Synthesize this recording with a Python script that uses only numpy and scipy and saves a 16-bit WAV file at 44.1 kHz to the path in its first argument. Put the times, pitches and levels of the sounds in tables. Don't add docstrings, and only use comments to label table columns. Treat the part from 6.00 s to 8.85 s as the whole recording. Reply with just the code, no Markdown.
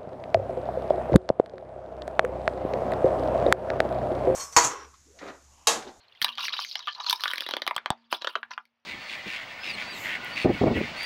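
import sys
import numpy as np
from scipy import signal
from scipy.fft import rfft, irfft
from scipy.io import wavfile

SR = 44100
rng = np.random.default_rng(int(sys.argv[2]) if len(sys.argv) > 2 else 0)


def wav_record(signal):
    frames = np.transpose(np.atleast_2d(signal))
    bounded = np.clip(frames, -1, 1)
    quanta = np.round(bounded * 32767).astype(np.int16)
    wavfile.write(sys.argv[1], SR, quanta)


def volts(x):
    e = np.asarray(x, float) / 20
    return 10 ** e


N = 125685
FIZZ_BAND_HZ = 8700, 15500


def rms_one(x):
    return x / np.sqrt(np.mean(x ** 2) + 1e-20)


def in_time(rows):
    s, *columns = np.transpose(rows)
    return [np.interp(np.arange(N) / SR, s, column) for column in columns]


def colour(x, points):
    size = 4096
    hz, db = np.transpose(points)
    bins_hz = np.arange(size // 2 + 1) * SR / size
    gain = volts(np.interp(np.log(bins_hz + 1), np.log(hz), db))
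    cepstrum = irfft(np.log(gain))
    cepstrum[1:size // 2] *= 2
    cepstrum[size // 2 + 1:] = 0
    impulse = irfft(np.exp(rfft(cepstrum)))
    return signal.fftconvolve(x, impulse)[:len(x)]


def band(x, low_hz, high_hz):
    sos = signal.butter(3, [low_hz, min(high_hz, .45 * SR)], "band", fs=SR, output="sos")
    return signal.sosfilt(sos, x)


def ring(drive, hz, t60):
    r, w = volts(-60 / (t60 * SR)), 2 * np.pi * hz / SR
    return signal.lfilter([0, np.sin(w)], [1, -2 * r * np.cos(w), r * r], drive + 1e-18)


def clicks(shape, per_s, spread_db):
    size = volts(spread_db * np.minimum(rng.exponential(1, shape), 4)) * rng.choice([-1, 1], shape)
    return size * (rng.random(shape) < per_s / SR)


# (frequency [Hz], relative density [dB])
STREET_SPECTRUM = [(18, -44), (30, -18), (106, -1.5), (259, -10.5), (512, -2), (760, 0), (2900, -3.5),
                   (5200, -19.5), (16000, -50.5)]
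# (time [s], level [dB])
STREET_LEVELS = [(0, -65), (1.2, -67), (1.9, -62.5), (2.1, -79), (2.5, -70), (2.68, -81.5), (2.85, -81)]


def street():
    level_db, = in_time(STREET_LEVELS)
    noise = colour(rng.standard_normal(N + 4096), STREET_SPECTRUM)[4096:]
    return volts(level_db) * rms_one(noise)


# (time [s], bright level [dB], hollow level [dB], fizz level [dB])
RATTLE_LEVELS = [(.19, -62.5, -81, -90.5), (.22, -46, -58.5, -45.5), (.27, -41, -34.5, -57),
                 (.37, -55.5, -73, -80), (.39, -31, -37, -63), (.47, -30.5, -55.5, -50),
                 (.52, -34.5, -45.5, -70), (.62, -36.5, -54.5, -59.5), (.7, -36, -75, -61.5),
                 (.8, -49.5, -51.5, -86.5), (.865, -47.5, -73, -77), (.88, -33.5, -28.5, -69),
                 (.945, -47.5, -76, -83), (.965, -45.5, -48.5, -74.5), (1.01, -37, -33.5, -79),
                 (1.035, -41, -63, -67.5), (1.07, -31, -40, -70), (1.13, -31, -50, -48),
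                 (1.18, -46, -55.5, -68.5), (1.26, -38, -45.5, -53), (1.45, -44, -55, -69),
                 (1.64, -50.5, -54, -74.5), (1.7, -63, -57, -71.5), (1.84, -73.5, -65.5, -101),
                 (2.09, -71.5, -78, -104), (2.128, -32, -45, -42.5), (2.2, -54.5, -61, -82.5),
                 (2.3, -54.5, -57, -72), (2.502, -86, -71, -100), (2.509, -42, -39, -76.5),
                 (2.56, -70, -67.5, -91.5), (2.7, -91, -95, -105)]
# (time [s], pitch [Hz])
BRIGHT_PITCH = [(.39, 3600), (.45, 4270), (.52, 3820), (.8, 4900), (.88, 3400), (.93, 4480), (1.3, 3840),
                (1.84, 3450), (2.1, 3700), (2.4, 3400), (2.53, 4430)]
TICKS_PER_S, TICK_SPREAD_DB = 4500, 2.8
TUMBLES_PER_S, TUMBLE_SPREAD_DB, TUMBLE_DECAY_S = 120, 1.6, .007
TICK_BED = 1.5
BRIGHT_RANGE_HZ, BRIGHT_WIDTH_OCT, BRIGHT_CYCLES = (1900, 6970), .33, 55
HOLLOW_HZ, HOLLOW_CYCLES = [970, 1040, 1130, 1204, 1366, 1736], 40
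FIZZ_WASH = .35


def rattle():
    bright_db, hollow_db, fizz_db = in_time(RATTLE_LEVELS)
    centre_hz, = in_time(BRIGHT_PITCH)
    tumbles = np.abs(clicks(N, TUMBLES_PER_S, TUMBLE_SPREAD_DB))
    flurry = signal.lfilter([1], [1, -np.exp(-1 / (TUMBLE_DECAY_S * SR))], tumbles)
    ticks = clicks(N, TICKS_PER_S, TICK_SPREAD_DB) * (TICK_BED + flurry)

    of_tumble = rng.integers(0, 84, N)[np.cumsum(tumbles > 0)]
    dealt = np.where(rng.random(N) < .75, of_tumble, rng.integers(0, 84, N))

    bright = np.zeros(N)
    pitches = np.geomspace(*BRIGHT_RANGE_HZ, 14)
    for k, hz in enumerate(pitches):
        nearness = np.exp(-.5 * (np.log2(hz / centre_hz) / BRIGHT_WIDTH_OCT) ** 2)
        bright += ring(ticks * nearness * (dealt % len(pitches) == k), hz, BRIGHT_CYCLES / hz)
    hollow = np.zeros(N)
    for k, hz in enumerate(HOLLOW_HZ):
        hollow += ring(ticks * (dealt % len(HOLLOW_HZ) == k), hz, HOLLOW_CYCLES / hz)
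    fizz = rms_one(ticks * np.sqrt(flurry)) + FIZZ_WASH * rng.standard_normal(N)

    out = volts(bright_db) * rms_one(band(bright, 2300, 6000))
    out += volts(hollow_db) * rms_one(band(hollow, 650, 3700))
    return out + volts(fizz_db) * rms_one(band(fizz, *FIZZ_BAND_HZ))


# (time [s], snap level [dB],
# shell pitch [Hz], snap pitch [Hz], shell level [dB], fizz level [dB])
BREAKS = [(0.1508, -42, 2070, 3500, -48.5, -89), (0.2168, -2.5, 2170, 3270, -17.5, -26.5),
          (0.2244, -1.5, 1730, 4300, -23, -53), (0.2451, 5, 1040, 3610, -17.5, -23),
          (0.2824, -12.5, 1130, 3200, -30, -49), (0.29, -9, 1130, 3250, -51, -66),
          (0.3538, -24, 1080, 4640, -75, -61), (0.3753, -17, 850, 3400, -41, -63),
          (0.382, -7.5, 1130, 3320, -31, -51), (0.4083, -16, 1130, 2570, -58, -58),
          (0.4397, -22, 1110, 4530, -28, -52.5), (0.4536, -57, 2370, 3620, -23.5, -60),
          (0.4822, -37, 2137, 3020, -19, -62), (0.5044, -48, 1270, 3070, -39, -67.5),
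          (0.5375, -18, 1210, 3820, -24, -54), (0.5654, -17, 956, 2750, -40, -65),
          (0.5909, -17, 1140, 4260, -20.5, -58), (0.601, -13.5, 1160, 4950, -58, -48),
          (0.6482, -20, 2230, 3920, -27, -44.5), (0.726, -36, 1900, 4700, -65, -68),
          (0.7546, -5.5, 2163, 3160, -26.5, -43.5), (0.756, -30, 850, 4830, -32.5, -54),
          (0.7926, -16, 976, 4440, -41, -55.5), (0.8724, -11, 1340, 3320, -26, -56),
          (0.931, -21, 1500, 3980, -79, -83.5), (0.9498, -22, 1070, 4100, -46, -79.5),
          (1.0027, -17.5, 1240, 3300, -43, -64), (1.0447, -16.5, 1162, 4300, -34, -67),
          (1.066, -19, 1290, 4250, -29.5, -50.5), (1.0973, 3.5, 1342, 4280, -54, -29),
          (1.1083, -4.5, 1360, 4800, -23, -26), (1.128, 0.5, 955, 3700, -15, -25),
          (1.197, -22.5, 1850, 4100, -35.5, -69.5), (1.2075, -12.5, 1430, 4200, -33, -42.5),
          (1.237, -1, 1460, 3520, -19, -33), (1.257, -22, 1480, 3600, -15, -52),
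          (1.279, -4, 1710, 3690, -21.5, -48), (1.3008, -15, 1420, 3130, -27.5, -46.5),
          (1.3136, -11, 2010, 3000, -25.5, -44.5), (1.335, -20, 1960, 3000, -17, -33.5),
          (1.358, -14, 1900, 4050, -28.5, -42), (1.3815, -12.5, 2390, 3270, -23, -39),
          (1.4066, -8, 2400, 3480, -23.5, -34.5), (1.4209, -30, 1540, 3240, -29, -43),
          (1.4642, -14, 1900, 3420, -26.5, -46.5), (1.489, -13, 920, 3900, -24.5, -39.5),
          (1.51, -8, 950, 3840, -28.5, -39), (1.5374, -4, 1390, 3320, -21, -64),
          (1.567, -7, 1120, 3470, -24.5, -40), (1.6194, -7.5, 1950, 3580, -22, -44.5),
          (1.6661, -9, 685, 3160, -24.5, -40.5), (1.6764, -6.5, 1060, 3700, -16.5, -38.5),
          (1.6774, -20, 2230, 3000, -20, -33), (1.71, -23.5, 1045, 3670, -16, -49),
          (1.746, -35.5, 2280, 4170, -44.5, -74), (1.753, -27.5, 2050, 3950, -49, -55.5),
          (1.764, -5.5, 1200, 3240, -19, -35.5), (1.7802, -14.5, 1730, 3400, -19.5, -48),
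          (1.8597, -9.5, 1040, 3180, -18, -51.5), (1.9036, -5.5, 830, 3540, -11.5, -39.5),
          (2.1262, -6.5, 1130, 3080, -13.5, -47.5), (2.128, -9, 2000, 4730, -38, -59.5),
          (2.138, -16.5, 850, 3200, -25, -56.5), (2.2148, -23, 1540, 3300, -40.5, -79),
          (2.22, -12.5, 970, 3920, -34, -60.5), (2.2455, -8, 1450, 3180, -21.5, -48.5),
          (2.2719, -4, 1520, 3430, -16.5, -79), (2.2947, -23, 1110, 3110, -37.5, -87.5),
          (2.3336, -52, 1490, 3120, -57.5, -84), (2.3543, -9, 1296, 3130, -13.5, -79.5),
          (2.358, -13.5, 650, 2900, -22, -81), (2.4306, -35, 1560, 2540, -23, -84),
          (2.5139, -42, 1940, 2946, -29, -67), (2.5349, -21, 2050, 2890, -51.5, -82.5),
          (2.5781, -24, 1364, 3470, -21, -73), (2.6538, -54.5, 2230, 3500, -52, -66.5)]
# (time [s], 60 dB decay [s])
SPLINTER_DECAY = [(1.6, 0.015), (1.76, 0.009), (1.95, 0.0015), (2.126, 0.013), (2.22, 0.019)]
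# (multiple of pitch, relative level [dB], 60 dB decay [cycles])
SHELL_MODES = [(0.758, -19.5, 3.2), (1.0, -8, 8.3), (1.4, -14.5, 4.3), (1.951, -20.5, 7.)]
# (multiple of pitch, relative level [dB], 60 dB decay [cycles])
SNAP_MODES = [(.8, -18, 6.8), (1.0, 7.2, 25), (1.25, -10, 45)]
# (frequency [Hz], 60 dB decay [s])
FLAT_MODES = [(340, 0.012), (560, 0.022)]
# (time [s], level [dB])
FLAT_LEVELS = [(1.05, -38), (1.3, -32), (1.56, -11), (1.72, -29.5), (2.25, -15.5), (2.4, -48.5)]
SHELL_GAIN_DB, SNAP_GAIN_DB, FIZZ_GAIN_DB = -10.5, -24.5, -11
SPLINTERS_PER_S, SPLINTER_SPREAD_DB = 5000, 5
SMALLEST_SPLINTER_DB = -15.5
MODE_SPREAD_DB = 3


def ring_modes(drive, modes, pitch_hz):
    out = np.zeros(len(drive))
    for multiple, db, cycles in modes:
        hz = multiple * pitch_hz
        out += volts(db + MODE_SPREAD_DB * rng.standard_normal()) * ring(drive, hz, cycles / hz)
    return out


def cracks():
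    span = SR // 8
    out, t = np.zeros(N + span), np.arange(span) / SR
    for s, snap_db, shell_hz, snap_hz, shell_db, fizz_db in BREAKS:
        burst = volts(SMALLEST_SPLINTER_DB) * clicks(span, SPLINTERS_PER_S, SPLINTER_SPREAD_DB)
        burst[0] = 1
        drive = burst * volts(-60 * t / np.interp(s, *np.transpose(SPLINTER_DECAY)))

        shell = band(ring_modes(drive, SHELL_MODES, shell_hz), shell_hz * 0.74, shell_hz * 2.38)
        snap = band(ring_modes(drive, SNAP_MODES, snap_hz), 1850, 6600)
        flat = sum(ring(drive, hz, t60) for hz, t60 in FLAT_MODES)
        fizz = band(drive, *FIZZ_BAND_HZ)

        flat_db = shell_db + np.interp(s, *np.transpose(FLAT_LEVELS))
        parts = [(shell_db + SHELL_GAIN_DB, shell), (flat_db, flat),
                 (snap_db + SNAP_GAIN_DB, snap), (fizz_db + FIZZ_GAIN_DB, fizz)]
        start = int(s * SR)
        for db, part in parts:
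            out[start:start + span] += volts(db) * part / np.sqrt(np.sum(part ** 2) / (.01 * SR))
    return out[:N]


TAIL_DB, TAIL_GAP_S = -13.5, 0.0026
TAIL_T60_S, TAIL_SHORTENS = 0.1, 0.14


def underside(x):
    t = np.arange(SR // 4) / SR
    tail = np.zeros(len(t))
    for hz in np.geomspace(300, 6900, 6):
        t60 = TAIL_T60_S * (hz / 1000) ** -TAIL_SHORTENS
        tail += band(rng.standard_normal(len(t)), hz / 1.37, hz * 1.37) * volts(-60 * t / t60)
    gap = np.zeros(int(TAIL_GAP_S * SR))
    tail = np.concatenate([gap, tail / np.sqrt(np.sum(tail ** 2))])
    return volts(TAIL_DB) * signal.fftconvolve(x, tail)[:N]


# (time [s], thump level [dB], air drive level [dB])
TYRE_BLOWS = [(0.22, -34, -62), (0.244, -64, -61), (1.538, -71, -65.5), (1.766, -40, -74),
              (1.9047, -14, -62.5), (2.353, -70.5, -69)]
# (frequency [Hz], level against the air drive [dB], 60 dB decay [s])
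AIR_MODES = [(233.6, 4.5, 1.3), (673, -1, 0.14), (907, -3, .8)]


def tyre():
    s, thump_db, air_db = np.transpose(TYRE_BLOWS)
    at = (s * SR).astype(int)
    push, air = np.zeros((2, N))
    push[at], air[at] = volts(thump_db), volts(air_db)
    thump = ring(push, 175, t60=.012)
    return thump + sum(volts(db) * ring(air, hz, t60) for hz, db, t60 in AIR_MODES)


# (time [s], starting level [dB])
EDGE_PINGS = [(1.7643, -21.5), (1.8597, -39.5), (1.9042, -17.5)]


def pings():
    s, db = np.transpose(EDGE_PINGS)
    flick = np.zeros(N)
    flick[(s * SR).astype(int)] = volts(db)
    return ring(flick, 8100, t60=.003)


def scene():
    no_bass = signal.butter(4, 302, "high", fs=SR, output="sos")
    toys = signal.sosfilt(no_bass, cracks() + rattle())
    return (toys + underside(toys) + pings() + tyre() + street())[None]


def low_pass(x):
    return signal.sosfilt(signal.butter(12, 16820, fs=SR, output="sos"), x)


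def record(dry):
    ceiling = .31
    held = dry / (1 + np.abs(dry / ceiling) ** 8) ** (1 / 8)
    low_cut = signal.butter(2, 70, "high", fs=SR, output="sos")
    finished = signal.sosfilt(low_cut, held)
    return low_pass(finished)


dry = scene()
out = record(dry)
wav_record(out)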